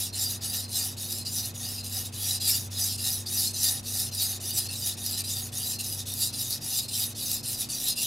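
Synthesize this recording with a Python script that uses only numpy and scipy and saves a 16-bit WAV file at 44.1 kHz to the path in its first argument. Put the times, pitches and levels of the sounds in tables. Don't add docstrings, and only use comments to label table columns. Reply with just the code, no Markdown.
import sys
import numpy as np
from scipy import signal
from scipy.io import wavfile
from scipy.ndimage import uniform_filter1d, map_coordinates

SR = 44100
rng = np.random.default_rng(int(sys.argv[2]) if len(sys.argv) > 2 else 0)


def output_pcm(signal):
    pcm = np.clip(np.atleast_2d(signal).T, -1, 1) * 32767
    wavfile.write(sys.argv[1], SR, np.round(pcm).astype(np.int16))


def boost_factor(decibels):
    exponent = np.asarray(decibels, float) / 20
    return 10 ** exponent


N = 355446


def evened(x):
    return x / np.sqrt(np.mean(x ** 2) + 1e-20)


def read(points, hz):
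    f, value = np.transpose(points)
    return np.interp(np.log(hz + 1), np.log(f + 1), value)


def resonate(x, hz, width):
    turn = np.exp(2j * np.pi * np.cumsum(hz * np.ones(len(x))) / SR)
    r = np.exp(-np.pi * width / SR)
    return 2 * (turn * signal.lfilter([1 - r], [1, -r], x / turn)).real


def below(x, edge_hz):
    return signal.oaconvolve(x, signal.firwin(255, edge_hz, fs=SR), "same")


def drift(seconds):
    span = max(int(seconds * SR), 2)
    return evened(uniform_filter1d(uniform_filter1d(rng.standard_normal(N), span), span))


# frequency in Hz, density in dB per Hz.
WASH_COLOUR = [(25, -12), (41, -18), (60, -4), (78, -5), (120, 0.4), (160, -6), (250, -8), (400, -12),
               (800, -15), (1100, -19), (2500, -24), (6000, -30), (16000, -38)]
# frequency in Hz, likeness from 0 to 1.
EAR_LIKENESS = [(30, 0.95), (90, 1), (150, 1), (300, 0.79), (600, 0.79), (1200, 0.079), (3000, 0.19)]


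def wash():
    frames, hz = N // 512 + 5, np.fft.rfftfreq(2048, 1 / SR)
    a, b, c, d = rng.standard_normal((frames, 1025, 4)).T
    same = np.clip(read(EAR_LIKENESS, hz), 0, 1)[:, None]
    mid = np.sqrt(1 + same) * (a + 1j * b)
    side = np.sqrt(1 - same) * (c + 1j * d)
    z = np.array([mid + side, mid - side]) * boost_factor(read(WASH_COLOUR, hz))[:, None]
    noise = signal.istft(z, nperseg=2048, noverlap=1536)[1][:, :N]
    return boost_factor(-48.5) * evened(noise)


# frequency in Hz, left level in dB, right level in dB.
FAN_TONE = (235.5, -53.5, -52.5)


def fan():
    t = np.arange(N) / SR
    phase = 2 * np.pi * FAN_TONE[0] * t + 0.13 * drift(0.042)
    tone = np.sqrt(2) * boost_factor(1.1 * drift(0.44)) * np.sin(phase)
    return boost_factor(np.array(FAN_TONE[1:]))[:, None] * tone


def rattle():
    ticks = np.diff(np.floor(np.arange(N + 1) * 30.05 / SR))
    ringing = resonate(resonate(ticks, 2580.0, 180.0), 2580.0, 180.0)
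    return boost_factor(-64) * evened(ringing)


# time in seconds, pitch in Hz, level in dB.
COMPRESSOR_PATH = [(0.0, 97.7, -45), (0.54, 97, -46), (1.57, 97.6, -46.5), (2.8, 96.4, -42),
                   (3.34, 97.3, -45.5), (5.07, 96.6, -46), (5.32, 97.5, -43), (5.72, 98.8, -49.5),
                   (5.95, 98.05, -43.5), (6.67, 99.9, -53), (6.73, 99.5, -55), (6.96, 100.8, -48.5),
                   (7.63, 101.4, -51.5), (7.92, 99, -70), (8.06, 99.6, -53)]
# multiple of the pitch, level in dB, dB gained once the load changes.
COMPRESSOR_OVERTONES = [
    (2, -61, 2),
    (3, -67.5, 7.5),
]
# frequency in Hz, level in dB, width in Hz.
HUM_LINES = [(25.6, -67, 2.7), (60.8, -70, 2.2), (123.9, -53.5, 3.8), (150.6, -73.5, 8.9),
             (262.6, -63.5, 1.8), (353.2, -63.5, 2.3)]


def refrigerator():
    t = np.arange(N) / SR
    s, hz, level_db = np.transpose(COMPRESSOR_PATH)
    turns = np.cumsum(np.interp(t, s, hz) * (1 + 0.00451 * drift(0.034))) / SR
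    load = np.clip((t - 6.05) / 0.15, 0, 1)
    tone = boost_factor(np.interp(t, s, level_db) + 2.5 + 0.5 * drift(0.2)) * np.sin(2 * np.pi * turns)
    for k, db, rise_db in COMPRESSOR_OVERTONES:
        swell = boost_factor(db + rise_db * load + 0.4 * k * drift(0.15))
        tone = tone + swell * np.sin(2 * np.pi * k * turns)
    air = rng.standard_normal(N)
    lines = sum(boost_factor(db) * evened(resonate(air, f, w)) for f, db, w in HUM_LINES)
    return np.sqrt(2) * tone + lines


def kitchen(x):
    taps = np.zeros((2, 12000))
    at = np.arange(60, 11980, 20) + rng.integers(0, 20, (2, 596))
    np.put_along_axis(taps, at, rng.choice([-1., 1.], at.shape), 1)
    hz, t, z = signal.stft(taps, SR, nperseg=128)
    t60 = read([(1000, 0.38), (4000, 0.22), (9000, 0.092), (16000, 0.061)], hz)[:, None]
    air = boost_factor(read([(1000, 6.0), (5000, -4.0), (9000, -6.5), (16000, -10.5)], hz))[:, None]
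    tail = signal.istft(z * air * boost_factor(-60 * t / t60), SR, nperseg=128)[1]
    return signal.fftconvolve(x[None], tail / np.linalg.norm(tail[0]), axes=1)[:, :N]


# time in seconds, level of the halt in dB, slowing down in seconds.
BLADE_TURNS = [(0.124, -24, 0.019), (0.403, -34, 0.024), (0.675, -20.5, 0.025), (0.963, -30.5, 0.023),
               (1.248, -22, 0.016), (1.535, -32, 0.027), (1.822, -14, 0.0088), (2.116, -39, 0.0095),
               (2.396, -25, 0.0097), (2.699, -29, 0.011), (2.972, -15.5, 0.0039), (3.254, -27, 0.019),
               (3.528, -20, 0.0078), (3.824, -26, 0.012), (4.11, -25, 0.0072), (4.395, -29, 0.012),
               (4.682, -19, 0.0056), (4.967, -14, 0.019), (5.236, -16, 0.01), (5.515, -27, 0.016),
               (5.784, -17, 0.011), (6.052, -33.5, 0.022), (6.324, -17, 0.0085), (6.601, -27, 0.015),
               (6.88, -14, 0.017), (7.144, -38, 0.0059), (7.425, -29, 0.0085), (7.688, -10, 0.017),
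               (7.951, -18, 0.0069)]


def place(t):
    s = np.transpose(BLADE_TURNS)[0]
    ends = np.r_[2 * s[0] - s[1], s, 2 * s[-1] - s[-2]]
    count = np.interp(t, ends, np.arange(len(s) + 2))
    return abs(count % 2 - 1)


# time of the peak in seconds, peak level in dB,
# start of the stroke in dB relative to the peak, its end in dB relative to the peak.
HAND_STROKES = [(0.023, -28.5, -1.5, -12), (0.222, -29, -7.5, -2), (0.549, -30, -11, -4),
                (0.755, -27.5, -16.5, -9), (1.017, -33.5, -6.5, -2.5), (1.4, -28.5, -6.5, -3),
                (1.661, -35.0, -4.5, -3.5), (1.968, -28, -26.5, -17.5), (2.292, -25.5, -17, -7),
                (2.495, -21.5, -13.5, -24), (2.811, -26, -17.5, -7.5), (3.084, -26.0, -11.5, -11),
                (3.398, -24, -14, -5.5), (3.638, -21.5, -14, -17.5), (4.01, -25, -18, -14.5),
                (4.227, -27.5, -10.0, -8.5), (4.504, -30.5, -11, -1.5), (4.943, -36, 1, -11),
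                (5.207, -28, -10.5, -12.5), (5.3, -32.5, -1, -4.5), (5.711, -29, -10, -12.5),
                (5.804, -33, -2, 3.5), (6.23, -22.5, -14, -19), (6.535, -30, -6, -4),
                (6.795, -26, -15, -15), (7.036, -27.5, -4.5, -16.5), (7.336, -27.5, -7.0, -13),
                (7.617, -24.5, -10.5, -23.5), (7.89, -31, -2.5, -7), (7.987, -28.5, -11.5, -0.5)]
# time in seconds, change in dB, length in seconds.
EDGE_CATCHES = [(0.45, 7, 0.053), (1.125, 7.0, 0.012), (1.309, -4.5, 0.033), (1.423, -6, 0.043),
                (1.851, 11, 0.058), (2.064, 5.5, 0.024), (2.561, 4.5, 0.048), (3.496, -7, 0.033),
                (3.613, -5.5, 0.043), (3.881, 5, 0.046), (4.524, -4.5, 0.056), (4.582, 7.5, 0.028),
                (4.817, 2, 0.016), (4.88, 9, 0.079), (5.063, 4, 0.055), (5.163, -7.5, 0.03),
                (5.267, -5, 0.028), (5.585, 4.5, 0.065), (5.828, -9, 0.018), (5.968, -6.5, 0.04),
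                (6.16, -9.5, 0.09), (6.411, 6, 0.039), (6.475, -5, 0.05), (6.661, 5, 0.058),
                (6.816, -6.0, 0.026), (6.911, -6.5, 0.035), (7.162, -6.0, 0.033), (7.574, -10.5, 0.053),
                (7.795, -2.5, 0.014), (7.899, 6, 0.056)]


def effort(t):
    turn_s, halt_db, slowing_s = np.transpose(BLADE_TURNS)
    peak_s, peak_db, start_db, end_db = np.transpose(HAND_STROKES)
    edges = np.r_[0, turn_s, N / SR]
    s = np.c_[edges[:-1] + 1 / SR, peak_s, edges[1:]].ravel()
    pressure = np.interp(t, s, np.c_[peak_db + start_db, peak_db, peak_db + end_db].ravel())
    since = t[:, None] - turn_s
    slowing = (np.maximum(-since - 0.0017, 0) / slowing_s) ** 1.01
    push_off = abs(since / 0.0046) ** 0.91
    halts = (halt_db * np.exp(-np.where(since < 0, slowing, push_off))).sum(1)
    catches = sum(db * np.exp(-((t - at) / (length / 2)) ** 2) for at, db, length in EDGE_CATCHES)
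    return pressure + halts + catches


def grit(grains_per_s, spread_db, grain_db, catch_db, chatter_db):
    size = boost_factor(spread_db * np.minimum(rng.exponential(1, N), 3.)) * rng.choice([-1., 1.], N)
    grains = size * (rng.random(N) < grains_per_s / SR)
    uneven = boost_factor(catch_db * drift(0.024) + chatter_db * drift(0.0017))
    hiss = rng.standard_normal(N)
    return evened((hiss + boost_factor(grain_db) * evened(grains)) * uneven)


# frequency in Hz, density in dB per Hz.
SCRAPE_COLOUR = [(400, -40), (1000, -32), (2300, -24.5), (2500, -21), (3300, -18.5), (3600, -7.5),
                 (4550, -5), (4750, -2.5), (7000, -7), (8800, -5.5), (9400, 2), (11000, 2), (13500, -1),
                 (16000, -13)]
# frequency in Hz, width in Hz, level in dB.
BODY_MODES = [(750, 110, -18), (1380, 70, -21), (1830, 170, -17.5), (2920, 200, -14), (3330, 90, -15),
              (5050, 600, -8), (5900, 150, -10), (7520, 270, -10), (9620, 500, -4)]


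def coloured(x):
    hz = abs(np.fft.fftfreq(4096, 1 / SR))
    modes = sum(boost_factor(db) ** 2 / (1 + (2 * (hz - f) / w) ** 2) ** 2 for f, w, db in BODY_MODES)
    log_gain = np.log(boost_factor(read(SCRAPE_COLOUR, hz)) ** 2 + modes) / 2
    taps = np.fft.ifft(np.exp(log_gain - 1j * signal.hilbert(log_gain).imag)).real
    return signal.oaconvolve(x, taps[:2048])[:N]


# frequency in Hz, glide in Hz per
WOKEN_MODES = [(4190, -600, 0.034, .15, 2.2), (5034, 300, 0.15, .18, 1.18), (3930, -300, 0.3, .09, 1),
               (4890, 0, .52, 0.08, 1.53), (5670, -3000, 0.293, 0, 3.25), (5910, -300, 0.62, 0.31, 0.87),
               (6630, 300, 0.83, 0.31, 0.91), (3780, -200, 0.69, 0.39, 1.34), (7370, 1000, 0.31, 0.19, 1.1),
               (9200, 0, 0.12, .15, 1.15), (9880, 400, 0.91, .25, .7), (10650, -1500, .72, 0.1, 1.1),
               (4680, 0, 0.21, 0, -1.44), (8400, 0, 1, 0.6, -0.062)]


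def sliding_contact(x, wander, mode_db, speed_db, patchy_db, coarse_db):
    hz, t, z = signal.stft(x, SR, nperseg=512, noverlap=384)
    f_axis = hz[:, None]
    fine, coarse = rng.standard_normal((len(t), len(hz), 2)).T
    fine = evened(uniform_filter1d(uniform_filter1d(fine, size=2, axis=0), size=16, axis=1))
    coarse = evened(uniform_filter1d(uniform_filter1d(coarse, size=9, axis=0), size=12, axis=1))
    at = place(t)
    bend = 1 + wander * np.interp(t, np.arange(N) / SR, drift(0.048))
    leading = 0
    for f, glide, best, span, strength in WOKEN_MODES:
        with np.errstate(divide="ignore"):
            away = ((at - best) / span) ** 2 if span else np.where(at == best, np.nan, np.inf)
        pitch = bend * (f + glide * (at - best))
        leading = leading + strength * np.exp(-away - ((f_axis - pitch) / (0.033 * f)) ** 2)
    reach = np.cos(np.pi / 2 * at) ** 4
    leading = leading + (1.1 + 0.13 * t) * reach * np.exp(-((f_axis - 2720.) / 73.0) ** 2)
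    ringing = 1 / (1 + (f_axis / 9000.0) ** 2)
    bins, frames = np.indices(fine.shape)
    fine = map_coordinates(fine, [bins / (1 + .07 * reach), frames], order=1)
    airy = (np.sin(np.pi * at) ** 0.47 - .75) * np.clip((f_axis - 10500.) / 5100.0, 0, 1)
    gain_db = mode_db * leading + speed_db * airy
    gain_db = gain_db + patchy_db * ringing * np.maximum(fine - .3, 0)
    gain_db = gain_db + coarse_db * np.clip(f_axis / 4860.0, 0, 1) * coarse
    woken = z * boost_factor(gain_db)
    supplied, taken = (uniform_filter1d((abs(v) ** 2).sum(0), size=9) for v in (z, woken))
    z = woken * np.sqrt(supplied / taken)
    return signal.istft(z, SR, nperseg=512, noverlap=384)[1][:N]


# time in seconds, peak level in dB.
GRAIN_CRACKS = [(1.12, -14), (1.185, -13), (1.457, -10), (1.844, -15), (1.979, -12.5), (2.0647, -23),
                (3.643, -8), (4.149, -10), (4.221, -5), (4.231, -5), (4.493, -11), (4.507, -7),
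                (4.5885, -4), (5.0624, -5), (5.11, -11), (5.1781, -12), (5.198, -22), (5.581, -10.5),
                (6.1382, -8.5), (6.248, -8), (6.507, -5), (6.6636, -16), (7.315, -3), (7.4854, -9),
                (7.884, -3), (8.019, -7)]


def cracks():
    blows = np.zeros(N)
    for at, db in GRAIN_CRACKS:
        burst = rng.standard_normal(400) * np.exp(-np.arange(400) / 120.0)
        blows[round(at * SR):][:400] += boost_factor(db - 12.0) * burst
    return coloured(blows)


# time in seconds, growl gained in dB.
BEVEL_GROWL = [(0, 1), (.8, 0.5), (1.4, 0), (1.7, 2), (2.3, 4), (2.7, 1.5), (3.2, -0.5), (4, 0.5),
               (4.6, 2.5), (5.2, 2), (5.7, 1), (6.5, 0.5), (7, 2.5), (7.6, 1), (8.06, 4)]


def knife():
    t = np.arange(N) / SR
    s = np.arange(0, N, 16) / SR
    rasp_db, near = effort(s), place(s)
    midway = np.sin(np.pi * near)
    pressed_db = rasp_db + 34.5
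    fizz_db = -5 + 2 * midway + 0.3 * near + 0.18 * np.minimum(pressed_db + 4.0, 0)
    growl_db = np.interp(s, *np.transpose(BEVEL_GROWL)) - 18 - 2.37 * midway + 0.85 * near
    growl_db = growl_db - 0.18 * np.maximum(pressed_db, -12)

    drive = grit(grains_per_s=1500.0, spread_db=4.5, grain_db=-6., catch_db=1.0, chatter_db=1.0)
    scrape = coloured(drive)
    blade = sliding_contact(scrape, wander=0.017, mode_db=7.0, speed_db=8.5, patchy_db=7.0, coarse_db=2.5)
    tub = below(scrape, 2230.0)
    low, growl, dull = below(blade, 2240.0), below(blade, 3517.0), below(blade, 8900.0)
    share = np.clip(boost_factor(np.interp(t, s, fizz_db)), .05, .95)
    rasp = np.sqrt(1 - share ** 2) * evened(dull - growl) + share * evened(blade - dull)
    rasp = rasp + boost_factor(np.interp(t, s, growl_db)) * evened(growl - low)
    tub_db = -28.5 + 6.2 * place(t) - 0.49 * t + 2.1 * drift(0.077)
    rasp = rasp + boost_factor(tub_db) * evened(tub)
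    return rasp * boost_factor(np.interp(t, s, rasp_db) + 0.14) + cracks()


def scene():
    rasp = knife()
    close = rasp * boost_factor(np.array([[.15], [-.15]]))
    background = wash() + refrigerator() + fan() + rattle()
    return close + boost_factor(-10.5) * kitchen(rasp) + background


def narrowed(x, from_hz, under_db):
    mid, side = (x[0] + x[1]) / 2, (x[0] - x[1]) / 2
    hz, t, z = signal.stft(np.array([mid, side]), SR, nperseg=2048, noverlap=1024, window="cosine")
    bands = (abs(z[1, :1024]) ** 2).reshape(128, 8, -1).mean(1)
    loudness = (abs(z[0, hz > from_hz]) ** 2).mean(0)
    kept = np.repeat(bands > loudness * boost_factor(2 * under_db), repeats=8, axis=0)
    z[1, :1024] *= kept | (hz[:1024, None] < from_hz)
    mid, side = signal.istft(z, SR, nperseg=2048, noverlap=1024, window="cosine")[1][:, :N]
    return np.array([mid + side, mid - side])


def low_pass(x):
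    return signal.sosfilt(signal.butter(12, 16230, fs=SR, output="sos"), x)


def record(dry):
    rounded = .36 * np.tanh(dry / .36)
    edge = signal.firwin(1023, 15820, window=("kaiser", 9), fs=SR)[None]
    limited = signal.oaconvolve(rounded, edge, "same")
    return low_pass(narrowed(limited, from_hz=1600., under_db=-15.0))


dry = scene()
out = record(dry)
output_pcm(out)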